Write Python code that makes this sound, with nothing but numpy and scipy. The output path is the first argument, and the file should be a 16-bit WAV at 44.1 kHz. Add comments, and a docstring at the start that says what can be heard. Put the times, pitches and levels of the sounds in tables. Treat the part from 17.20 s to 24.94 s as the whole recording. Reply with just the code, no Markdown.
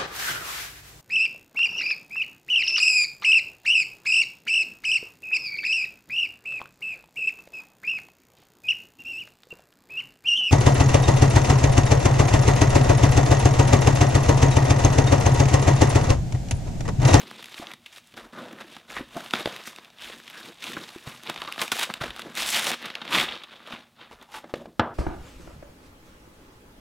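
"""A stiff mailing envelope around a cardboard box is turned, pulled and torn open at a wooden desk.
Its creases crinkle as clumps of tiny ringing clicks, and larger folds snap as short bursts of noise.
Pressing and rubbing filter that crinkle; bumps of the box are dying tones, the knife's drop ringing noise.
One microphone on a stand in a small soft room hears mostly direct sound, a faint echo, rumble and hiss."""
import sys
import numpy as np
from scipy import signal
from scipy.io import wavfile

SR = 44100
rng = np.random.default_rng(int(sys.argv[2]) if len(sys.argv) > 2 else 0)


def generate_wav(sig):
    """Save sig (samples, or channels by samples) to the path in sys.argv[1] as 16-bit PCM at SR."""
    pcm = np.round(np.clip(np.atleast_2d(sig).T, -1, 1) * 32767).astype(np.int16)
    wavfile.write(sys.argv[1], SR, pcm)


N = 341289  # samples

# In MOVES, PRESSES and RUBS, t is the moment of full strength; rise and fall are times to cross SWING_DB.
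# pushes, pulls and tears of the hands: [t/s, rise/ms, hold/ms, fall/ms, crinkle level/dB,
# tearing level/dB re crinkle, weight on the box/dB re crinkle]
MOVES = [(0.0, 5, 1, 87, -39, -9, -4.5), (.06, 33, 150, 55, -49, -11, -7),
         (.32, 270, 1.6, 89, -45.5, -10, -8.5), (.39, 94, 7.1, 47, -40, -7, -6.5),
         (.42, 40, 106, 12, -48, -9, 0), (0.663, 7.1, 0.92, 19, -40, -11, -11),
         (0.781, 150, 0.91, 23, -46, -6, -8), (.93, 300, 1, 17, -56, -7, -9),
         (0.979, 28, 5, 126, -44.5, -8, 3), (1.132, 7.2, 61, 50, -51, -9, 7.5),
         (1.186, 63, 1, 440, -47, -11, 2.5), (1.412, 39, 1, 26, -40.5, -11, 1.5),
         (1.512, 120, 54, 94, -48.5, -9.5, -4.5), (1.699, 25, 90, 37, -44, -7, 0.5),
         (1.776, 100, 6.9, 170, -47, -9, -5), (1.799, 28, 1, 41, -50.5, -11, 11),
         (1.964, 80, 1, 600, -42.5, -6.5, -3), (2.148, 24, 67, 23, -35.5, -10.5, 0.5),
         (2.29, 120, 1, 420, -40, -10, -2), (2.472, 47, 1.1, 83, -41.5, -2, -23),
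         (2.824, 46, 0.93, 240, -37.5, -8.5, -6), (3.078, 90, 1, 180, -48.5, -11, -7),
         (3.2, 350, 85, 120, -45.5, -7, -3.5), (3.444, 76, 62, 360, -38.5, -9, -6),
         (3.6, 32, 37, 810, -51, -3, -2), (3.87, 33, 2.4, 195, -41.5, -6.5, -1.5),
         (4.072, 48, 22, 30, -39.5, -15, -3), (4.096, 12, 0.89, 22, -31, -19, -1),
         (4.114, 22, 250, 61, -45.5, -11, -2), (4.418, 38, 1, 69, -27.5, -5, -4),
         (4.535, 26, 39, 50, -40.5, 0.5, -18), (4.631, 107, 0.71, 31, -22.5, -8, -7.5),
         (4.708, 65, 1, 23, -42, -9, 3.5), (4.76, 26, 19, 17, -47, -15, 0),
         (4.819, 19, 1, 96, -31.5, -11, 2), (4.999, 170, 15, 42, -42.5, -10.5, -1),
         (5.055, 40, 106, 30, -50.5, -9, 1), (5.175, 25, 26, 180, -27.5, -5.5, -7.5),
         (5.263, 5.5, 64, 90, -28.5, -0.5, -9.5), (5.35, 90, 51, 22, -24, -7, -7),
         (5.41, 22, 42, 30, -29.5, -6.5, -6), (5.466, 15, 40, 6.5, -27, -3, -4.5),
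         (5.51, 22, 35, 15, -30.5, -11.5, -2), (5.655, 103, 1, 130, -36.5, -16.5, -2.5),
         (5.756, 5.5, 1, 10, -30.5, -25, -5), (5.89, 260, 1, 31, -42, -19, 0.5),
         (5.941, 45, 81, 51, -23, -11, -4), (6.118, 290, 1, 163, -37.5, -19.5, -2.5),
         (6.315, 32, 45, 36, -47, -19, -2), (6.516, 143, 24, 115, -41, -16.5, 0),
         (6.818, 53, 1, 81, -45, -26, -1), (6.915, 13, 1, 83, -52.5, -8.5, 4),
         (7.024, 44, 1, 51, -50.5, -11, 3.5), (7.147, 45, 25, 38, -39.5, -6.5, -1.5),
         (7.027, 3, 1, 7.1, -54, 1, -9), (7.246, 25, 1, 28, -59.5, -25, 12), (7.305, 58, 1, 24, -54, -8, 2),
         (7.36, 19, 1, 120, -51.5, -7.5, -2)]
SWING_DB = 20
BOOM_DB, BOOM_PER_WEIGHT = -6.5, 1.56  # the box booms out of proportion to the weight on it

# single folds that snap: [t/s, crinkle peak level/dB, tearing level/dB re peak,
# weight on the box/dB re peak, decay time constant/ms]
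SNAPS = [(0.071, -33, -25, -19, 1.1), (0.112, -33.5, -2, 4, 0.75), (0.1927, -36, -11, -2, 2.1),
         (0.2257, -29.5, -9, -9, 3.8), (0.2426, -25.5, -9, -14, 1.8), (.257, -30, -6, -11, 2.1),
         (0.3247, -42, -16, -11, 1.5), (0.3425, -26.5, -14, -10, 2.5), (0.4695, -24.5, -18, -13, 1.1),
         (0.5156, -28, -7, -9, 0.92), (0.5356, -28, -7, -5.5, 3), (0.6614, -32.5, -10, -12, 1.1),
         (.873, -52, 10.5, -17, 1.1), (0.939, -38.5, -12, -5, 4.6), (1.135, -47, -21, -4, 1.5),
         (1.328, -44, 5, -9, 0.88), (1.5653, -30, -13, -1.5, 3.7), (1.7657, -27.5, -28.5, 5.5, 3.9),
         (1.9684, -36.5, 5, 10, 1.7), (2.0608, -29, -19, -6, 1.9), (2.1086, -20, -12, -18, 1.6),
         (2.136, -10.5, -14.5, 0.5, 2.9), (2.196, -30, -2, -17, 1.3), (2.2572, -15.5, -16, -1, 1.5),
         (2.363, -24.5, -8, -13, 1.3), (2.4735, -34.5, 5, 6, 3.2), (2.5613, -30, -5, -28, 1.1),
         (2.585, -29, -16, -2, 1.4), (2.647, -33.5, -11, -25, 1.5), (2.8218, -28, -6, -14, 0.31),
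         (2.9336, -33.5, -23, -2.5, 2.7), (3.078, -30.5, -19, -9, 1.7), (3.203, -40, -3, -12, 1.1),
         (3.432, -29, -9, -15, 1.8), (3.4407, -18.5, -7, -32, 0.99), (3.5672, -34, -24, 12, 5.2),
         (3.8746, -30.5, -6, 1, 2.6), (4.034, -32, 0, -6, 1.4), (4.0726, -21.5, -21, -17, 1.2),
         (4.0969, -18.5, -6.5, -2, 2.8), (4.1602, -21.5, -22, -5.5, 2.6), (4.176, -27, -15, -7, 2),
         (4.2177, -20, -15, -3.5, 2.3), (4.2489, -29.5, -27, -0.5, 3.7), (4.275, -27.5, -30, -2, 3.4),
         (4.3239, -18, -8, -19, 1.2), (4.379, -26, -13, 2, 1.8), (4.393, -18.5, -31, -10, 4.2),
         (4.4157, -15, -3.5, -6.5, 3.9), (4.4787, -22.5, -10, -9, 1.7), (4.5176, -11, -5, -6, 8.6),
         (4.593, -20, 2, -12, 1.5), (4.6998, -26, -22, 4.5, 2.4), (4.7386, -15.5, -5, -13.5, 2.2),
         (4.8103, -24, -12, -1.5, 2.2), (4.904, -24.5, -16, -13, 2.8), (4.9627, -27, -8, -7, 1.9),
         (4.993, -25, -9, -1.5, 4.1), (5.019, -23, -12, -19, 1), (5.153, -25, 2, -11, 0.68),
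         (5.1732, -19, -4, -6.5, 1.2), (5.262, -24, -18, -18, 1.3), (5.289, -19.5, -6, -9, 1.7),
         (5.333, -36, 0, -16, 1), (5.373, -30.5, 9, -17, 1.1), (5.39, -21, -16, -14, 1.3),
         (5.443, -23, 6, -18, 1.6), (5.468, -26, -6, -6, 0.99), (5.5159, -15.5, -5, -5, 0.64),
         (5.626, -24.5, -11, -6, 1.7), (5.657, -24, -5.5, -3, 2.9), (5.7011, -25.5, -18, -4, 2.4),
         (5.7527, -16, -18, -14, 1.5), (5.8157, -26, -22, -3, 6.3), (5.851, -29.5, -13, -3, 3.5),
         (5.8773, -23.5, -21, -9, 3.7), (5.9077, -33, 1, -2, 3.6), (5.9355, -16, -9, -2.5, 3.6),
         (5.9828, -10, -24, -12, 3.4), (6.087, -23, -32, -23, 5.4), (6.2354, -29, -14, -8, 5),
         (6.311, -45, -43, -4, 1.9), (6.473, -31.5, -10, -3.5, 4), (6.5241, -25, -26, -21, 1.1),
         (6.9119, -48, -4, -7, 1.2)]
SNAP_BOOM_DB, SNAP_BOOM_PER_WEIGHT = -11, 1.05  # a snap is too quick to move much of the box

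# sheet and microphone together: [f/Hz, level/dB]
PAPER = [(35, -42), (60, -9.5), (222, 3), (420, -4), (820, -4), (1200, 0), (1800, -3), (2600, 2),
         (3300, 2.5), (3700, 4), (4100, -2.5), (4800, -5), (12400, -11.5), (16000, -19)]

# a finger or the blade rubs over a hollow part of the parcel:
# [t/s, rise/ms, hold/ms, fall/ms, level/dB, pitch f/Hz]
RUBS = [(.425, 13, 7.7, 29, -40, 766), (.99, 22, 26, 55, -51, 1250), (1.16, 23, 30, 80, -48.5, 1240),
        (1.2, 48, 30, 96, -44, 506), (1.77, 20, 5.5, 23, -33, 1910), (1.974, 35, 12, 48, -36, 643),
        (3.15, 50, 33, 80, -50, 1650), (4.225, 8.4, 6.2, 20, -33.5, 910), (4.25, 8, 5.2, 17, -46, 590),
        (4.285, 13, 8.2, 21, -36, 1180), (4.41, 17, 12, 22, -43, 1050), (7.15, 63, 22, 64, -43.5, 860),
        (7.295, 8, 22, 12, -50, 770), (7.4, 22, 18, 40, -46, 564)]
RUB_SHARPNESS = 8.5  # pitch over width

# the box is pressed or shifted on the desk and only booms: [t/s, rise/ms, hold/ms, fall/ms, level/dB]
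PRESSES = [(0.0, 5, 45, 190, -49.5), (.11, 30, 35, 200, -57.5), (.394, 23, 21, 270, -58.5),
           (.94, 8.6, 4.1, 29, -52), (1.05, 38, 9.1, 36, -52), (1.186, 44, 7.8, 340, -43),
           (1.39, 34, 31, 41, -62), (1.8, 44, 17, 43, -49), (1.964, 26, 8.1, 91, -39),
           (2.3, 30, 30, 100, -53), (2.93, 150, 48, 60, -53.5), (3.28, 170, 16, 41, -50.5),
           (3.49, 89, 120, 91, -46), (4.09, 30, 4.9, 45, -42), (4.707, 28, 4.2, 20, -56),
           (4.782, 14, 4.2, 13, -63), (5.055, 50, 15, 49, -42), (5.95, 100, 44, 54, -37.5),
           (7.25, 17, 4.1, 110, -51.5), (7.36, 43, 24, 110, -45), (7.47, 17, 12, 63, -47.5)]

# dull bumps of the box: [t/s, peak level of the tone/dB, pitch f/Hz]
BUMPS = [(0.398, -29.5, 295), (0.426, -28, 730), (1.809, -25.5, 265), (1.965, -29, 300),
         (2.259, -15.5, 610), (2.274, -16.5, 626), (3.572, -30.5, 312), (3.761, -30.5, 336),
         (3.873, -29, 141), (4.813, -27.5, 138), (6.536, -35, 217), (6.913, -32.5, 900), (7.019, -57, 410),
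         (7.242, -32, 816), (7.339, -13.5, 525), (7.457, -28, 646), (7.599, -42, 170)]
BUMP_CYCLES = 8.8  # a bump dies by 60 dB in this many cycles

DROP_S, DROP_DB = 7.5948, -26.5  # the knife lands on the desk: time, ring level without its opening knock
# dense modes of the desk top: [f/Hz, relative level/dB]
DESK = [(35, -46), (60, -4), (346, -7.5), (469, -5.5), (924, -2.5), (1060, -4), (1340, -4), (2140, -18),
        (3500, -18), (3760, -22.5), (16000, -45)]
# how long the desk top rings: [f/Hz, time to fall 60 dB/s]
DESK_RING = [(100, 0.32), (700, 0.59), (1400, 0.46), (3000, 0.15), (8000, 0.0087)]

# low resonances of desk and box: [f/Hz, width/Hz, level/dB re the driving sound]
HOLLOW = [(122.3, 5.1, -7.5), (238, 5.1, 3), (348, 49, -1)]

# decay of the small room: [f/Hz, time to fall 60 dB/s]
ROOM = [(100, 0.49), (1000, 0.26), (2500, 0.38), (5500, 0.42), (10000, 0.29)]
PAPER_ROOM_DB, BLOW_ROOM_DB = -14, -12  # sent to the room

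# jolts of the desk that shake the microphone stand: [t/s at full strength, level/dB]
JOLTS = [(0.0, -67), (1.01, -61), (1.77, -50), (2.2, -71), (2.87, -69), (3.49, -70), (3.88, -73),
         (4.2, -67), (4.85, -50), (5.24, -55), (5.99, -53), (6.94, -62), (7.15, -66), (7.39, -58),
         (7.61, -58)]
JOLT_RISE_MS, JOLT_HOLD_MS, JOLT_FALL_MS, STAND_REST_DB = 60, 10, 130, -81

# room tone at the microphone: [f/Hz, relative level/dB]
AIR = [(18, -62), (30, -40), (93, 9), (227, 10.5), (426, -8), (600, 5), (2680, -8), (3580, -5),
       (5740, -8.5), (13700, -13.5), (16000, -12)]
AIR_DB = -65  # rms

# faint difference between the two channels: [f/Hz, level/dB re the common sound]
UNLIKE = [(30, -17), (120, -35), (500, -42), (2500, -53), (5000, -35), (15000, -25)]
EDGE_HZ = 15900  # upper band limit


def creases(per_s=4200, spread_db=3.0, clump_db=2.0, shift_db=3.5, slide_db=-3.5, cycles=1.19, count=16):
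    """Clicks of uneven size come in clumps; each rings a small facet, and the busy facets keep changing."""
    clumps = gain_of(clump_db * wander(68.4))
    size = gain_of(spread_db * np.minimum(rng.exponential(1, N), 5)) * rng.choice([-1, 1], N)
    happens = rng.random(N) < per_s / SR
    clicks = size * clumps * happens
    facet = rng.integers(0, count, N)
    busy = gain_of(shift_db * wander(20))
    starts = rng.integers(0, N, count)  # each facet reads the same wander from its own place
    t = np.arange(600) / SR
    ringing = np.zeros(N)
    for k, hz in enumerate(np.geomspace(500, 12000, count)):
        # the ring falls to 1/e in the given cycles
        ring = np.cos(2 * np.pi * hz * t) * np.exp(-t * hz / cycles) * np.sqrt(hz / 20000)
        ring[0] += .4  # sharp edge of the click
        on_facet = clicks * (facet == k) * np.roll(busy, starts[k])
        ringing += signal.oaconvolve(on_facet, ring)[:N]
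    slide = gain_of(slide_db) * clumps * rng.standard_normal(N)  # sheet sliding on sheet
    return colour(evened(ringing) + slide, PAPER)


def rustle(sheet):
    """The steady crinkle under the hands: tearing lifts the treble, weight on the box the lower bands."""
    crinkle_db, tear_db, weight_db = np.transpose(MOVES)[4:]
    boom_db = crinkle_db + BOOM_DB + BOOM_PER_WEIGHT * weight_db
    gains = swells(MOVES, [crinkle_db, crinkle_db + tear_db, crinkle_db + weight_db, boom_db])
    return sum(gain * evened(part) for gain, part in zip(gains, split(sheet)))


def snaps():
    """Each fold lets go at once: a sharp edge and a short dying rattle."""
    out = np.zeros(N)
    t = np.arange(1500) / SR
    for s, peak_db, tear_db, weight_db, ms in SNAPS:
        noise = rng.standard_normal(len(t))
        attack = np.minimum(t / 0.00018, 1)
        rattle = noise * np.exp(-1000 * t / max(ms, .3)) * attack
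        boom_db = SNAP_BOOM_DB + SNAP_BOOM_PER_WEIGHT * weight_db
        parts = zip(split(colour(rattle, PAPER)), (0, tear_db, weight_db, boom_db))
        add(out, s, sum(gain_of(peak_db + db) * part / abs(part).max() for part, db in parts))
    return out


def rubs(sheet):
    """A finger or blade rubbing the parcel: crinkle heard through one hollow resonance."""
    out = np.zeros(N)
    for row in RUBS:
        level_db, hz = row[4:6]
        ringing = signal.lfilter(*signal.iirpeak(hz, RUB_SHARPNESS, SR), sheet)
        out += swells([row], [[level_db]])[0] * evened(ringing)
    return out


def presses(sheet):
    """The box pressed or shifted on the desk: only the low part of the crinkle comes through."""
    deep = band(sheet, 2, [110, 420])
    return swells(PRESSES, np.transpose(PRESSES)[4:])[0] * evened(deep)


def bumps():
    """Each bump rings the box at one pitch, briefly, under a small crack of noise."""
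    out = np.zeros(N)
    t = np.arange(SR // 4) / SR
    for s, peak_db, hz in BUMPS:
        tone = gain_of(peak_db - 60 * t * hz / BUMP_CYCLES) * np.sin(2 * np.pi * hz * t)
        crack = band(rng.standard_normal(len(t)) * np.exp(-t / 0.0045), 2, [300, 2500])
        add(out, s, tone + gain_of(peak_db - 10) * crack / abs(crack).max())
    return out


def knife_drop():
    """The knife sets the dense modes of the whole desk top ringing after a hard knock."""
    out = np.zeros(N)
    t = np.arange(SR // 4) / SR
    modes = evened(colour(rng.standard_normal(len(t)), DESK))
    ring = dying(modes, DESK_RING)[:len(t)]
    knock = 1 + 5.7 * np.exp(-t / 0.0071)
    attack = np.minimum(t / 0.00083, 1)
    add(out, DROP_S, gain_of(DROP_DB) * ring * knock * attack)
    return out


def hollow(x):
    """Low resonances of desk and box, driven by the sound given."""
    return sum(gain_of(db) * signal.lfilter(*signal.iirpeak(hz, hz / width, SR), x)
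               for hz, width, db in HOLLOW)


def room(x):
    """Sparse echoes of random sign, each band dying at its own speed."""
    taps = np.zeros(SR // 2)
    at = np.arange(200, len(taps) - 20, 20)
    taps[at + rng.integers(0, 20, len(at))] = rng.choice([-1., 1.], len(at))
    tail = dying(taps, ROOM)
    return signal.fftconvolve(x, tail / np.linalg.norm(tail))[:N]


def shake():
    """Lumpy rumble through the desk into the microphone stand: low noise swelling at each jolt."""
    low = band(rng.standard_normal(N), 3, [32, 72])
    rows = [(s, JOLT_RISE_MS, JOLT_HOLD_MS, JOLT_FALL_MS) for s, db in JOLTS]
    jolts = swells(rows, [np.transpose(JOLTS)[1]])[0]
    return (jolts + gain_of(STAND_REST_DB)) * evened(low)


def room_tone():
    """Faint hiss of room and microphone: steady coloured noise."""
    return gain_of(AIR_DB) * evened(colour(rng.standard_normal(N), AIR))


def gain_of(db):
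    """Decibels to gain."""
    return 10 ** (np.asarray(db) / 20)


def evened(x):
    """Scales to rms 1."""
    return x / np.sqrt(np.mean(x ** 2) + 1e-20)


def read(points, hz):
    """Reads a table by frequency on a logarithmic axis."""
    f, value = np.transpose(points)
    return np.interp(np.log(hz + 1), np.log(f + 1), value)


def add(mix, s, sound):
    """Mixes a sound in at second s."""
    part = mix[round(s * SR):][:len(sound)]
    part += sound[:len(part)]


def colour(x, points):
    """Causal filter of a given spectrum: the phase follows from the log gain."""
    half = np.log(gain_of(read(points, np.fft.rfftfreq(4096, 1 / SR))))
    full = np.concatenate([half, half[-2:0:-1]])
    phase = -signal.hilbert(full).imag  # minimum phase
    taps = np.fft.ifft(np.exp(full + 1j * phase)).real[:2048]
    return signal.oaconvolve(x, taps)[:len(x)]


def band(x, order, hz, kind="bandpass"):
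    """Butterworth filter."""
    return signal.sosfilt(signal.butter(order, hz, kind, fs=SR, output="sos"), x)


def split(x, edges_hz=(105, 700, 1800, 4600)):
    """Crinkle, fizz, scrape and boom: four bands of a sound."""
    a, b, c, d = edges_hz
    return band(x, 3, [c, d]), band(x, 3, d, "highpass"), band(x, 3, [b, c]), band(x, 3, [a, b])


def wander(hz):
    """Slow chance of rms 1: noise below the given rate."""
    return evened(signal.lfilter(*signal.butter(2, hz, fs=SR), rng.standard_normal(N)))


def dying(x, t60):
    """Lets each band of a sound die at its own speed."""
    hz, t, z = signal.stft(x, SR, nperseg=256, noverlap=192)
    fade = gain_of(-60 * t / read(t60, hz)[:, None])
    return signal.istft(z * fade, SR, nperseg=256, noverlap=192)[1]


def swells(rows, levels_db):
    """Unrelated swells (s, rise, hold, fall ms) add in power; one gain curve for each set of levels."""
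    t = np.arange(0, N / SR + .002, .001)
    s, rise, hold, fall = np.transpose(rows)[:4, :, None]
    late_ms = 1000 * (t - s)
    before = np.maximum(-late_ms, 0) / rise
    after = np.maximum(late_ms - hold, 0) / fall
    shape = gain_of(-SWING_DB * (before + after))
    curves = [np.sqrt(gain_of(db) ** 2 @ shape ** 2) for db in levels_db]
    return [np.interp(np.arange(N) / SR, t, curve) for curve in curves]


def scene():
    """All sources at one microphone, the same in both channels."""
    sheet = creases()
    backward = sheet[::-1]  # keeps rubs and presses from following the rustle click for click
    paper = rustle(sheet) + snaps() + rubs(backward) + presses(backward)
    blows = bumps() + knife_drop()
    air = room_tone()
    dull_blows = signal.lfilter(*signal.butter(1, [150, 2300], "bandpass", fs=SR), blows)
    echo = room(gain_of(PAPER_ROOM_DB) * paper + gain_of(BLOW_ROOM_DB) * dull_blows)
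    resonance = hollow(paper + blows + gain_of(6) * air)
    one = paper + blows + echo + air + resonance + shake()
    return np.array([one, one])


def record(dry):
    """A faint smeared part has opposite sign in the two channels; then the band limit."""
    smear = rng.standard_normal(4000) * np.hanning(4000)
    smeared = signal.oaconvolve(dry[0], smear / np.linalg.norm(smear), "same")
    apart = colour(smeared, UNLIKE)
    both = dry + apart * np.array([[1], [-1]])
    lowpass = signal.firwin(511, EDGE_HZ, window=("kaiser", 9), fs=SR)
    return signal.oaconvolve(both, lowpass[None], "same")


dry = scene()
out = record(dry)
generate_wav(out)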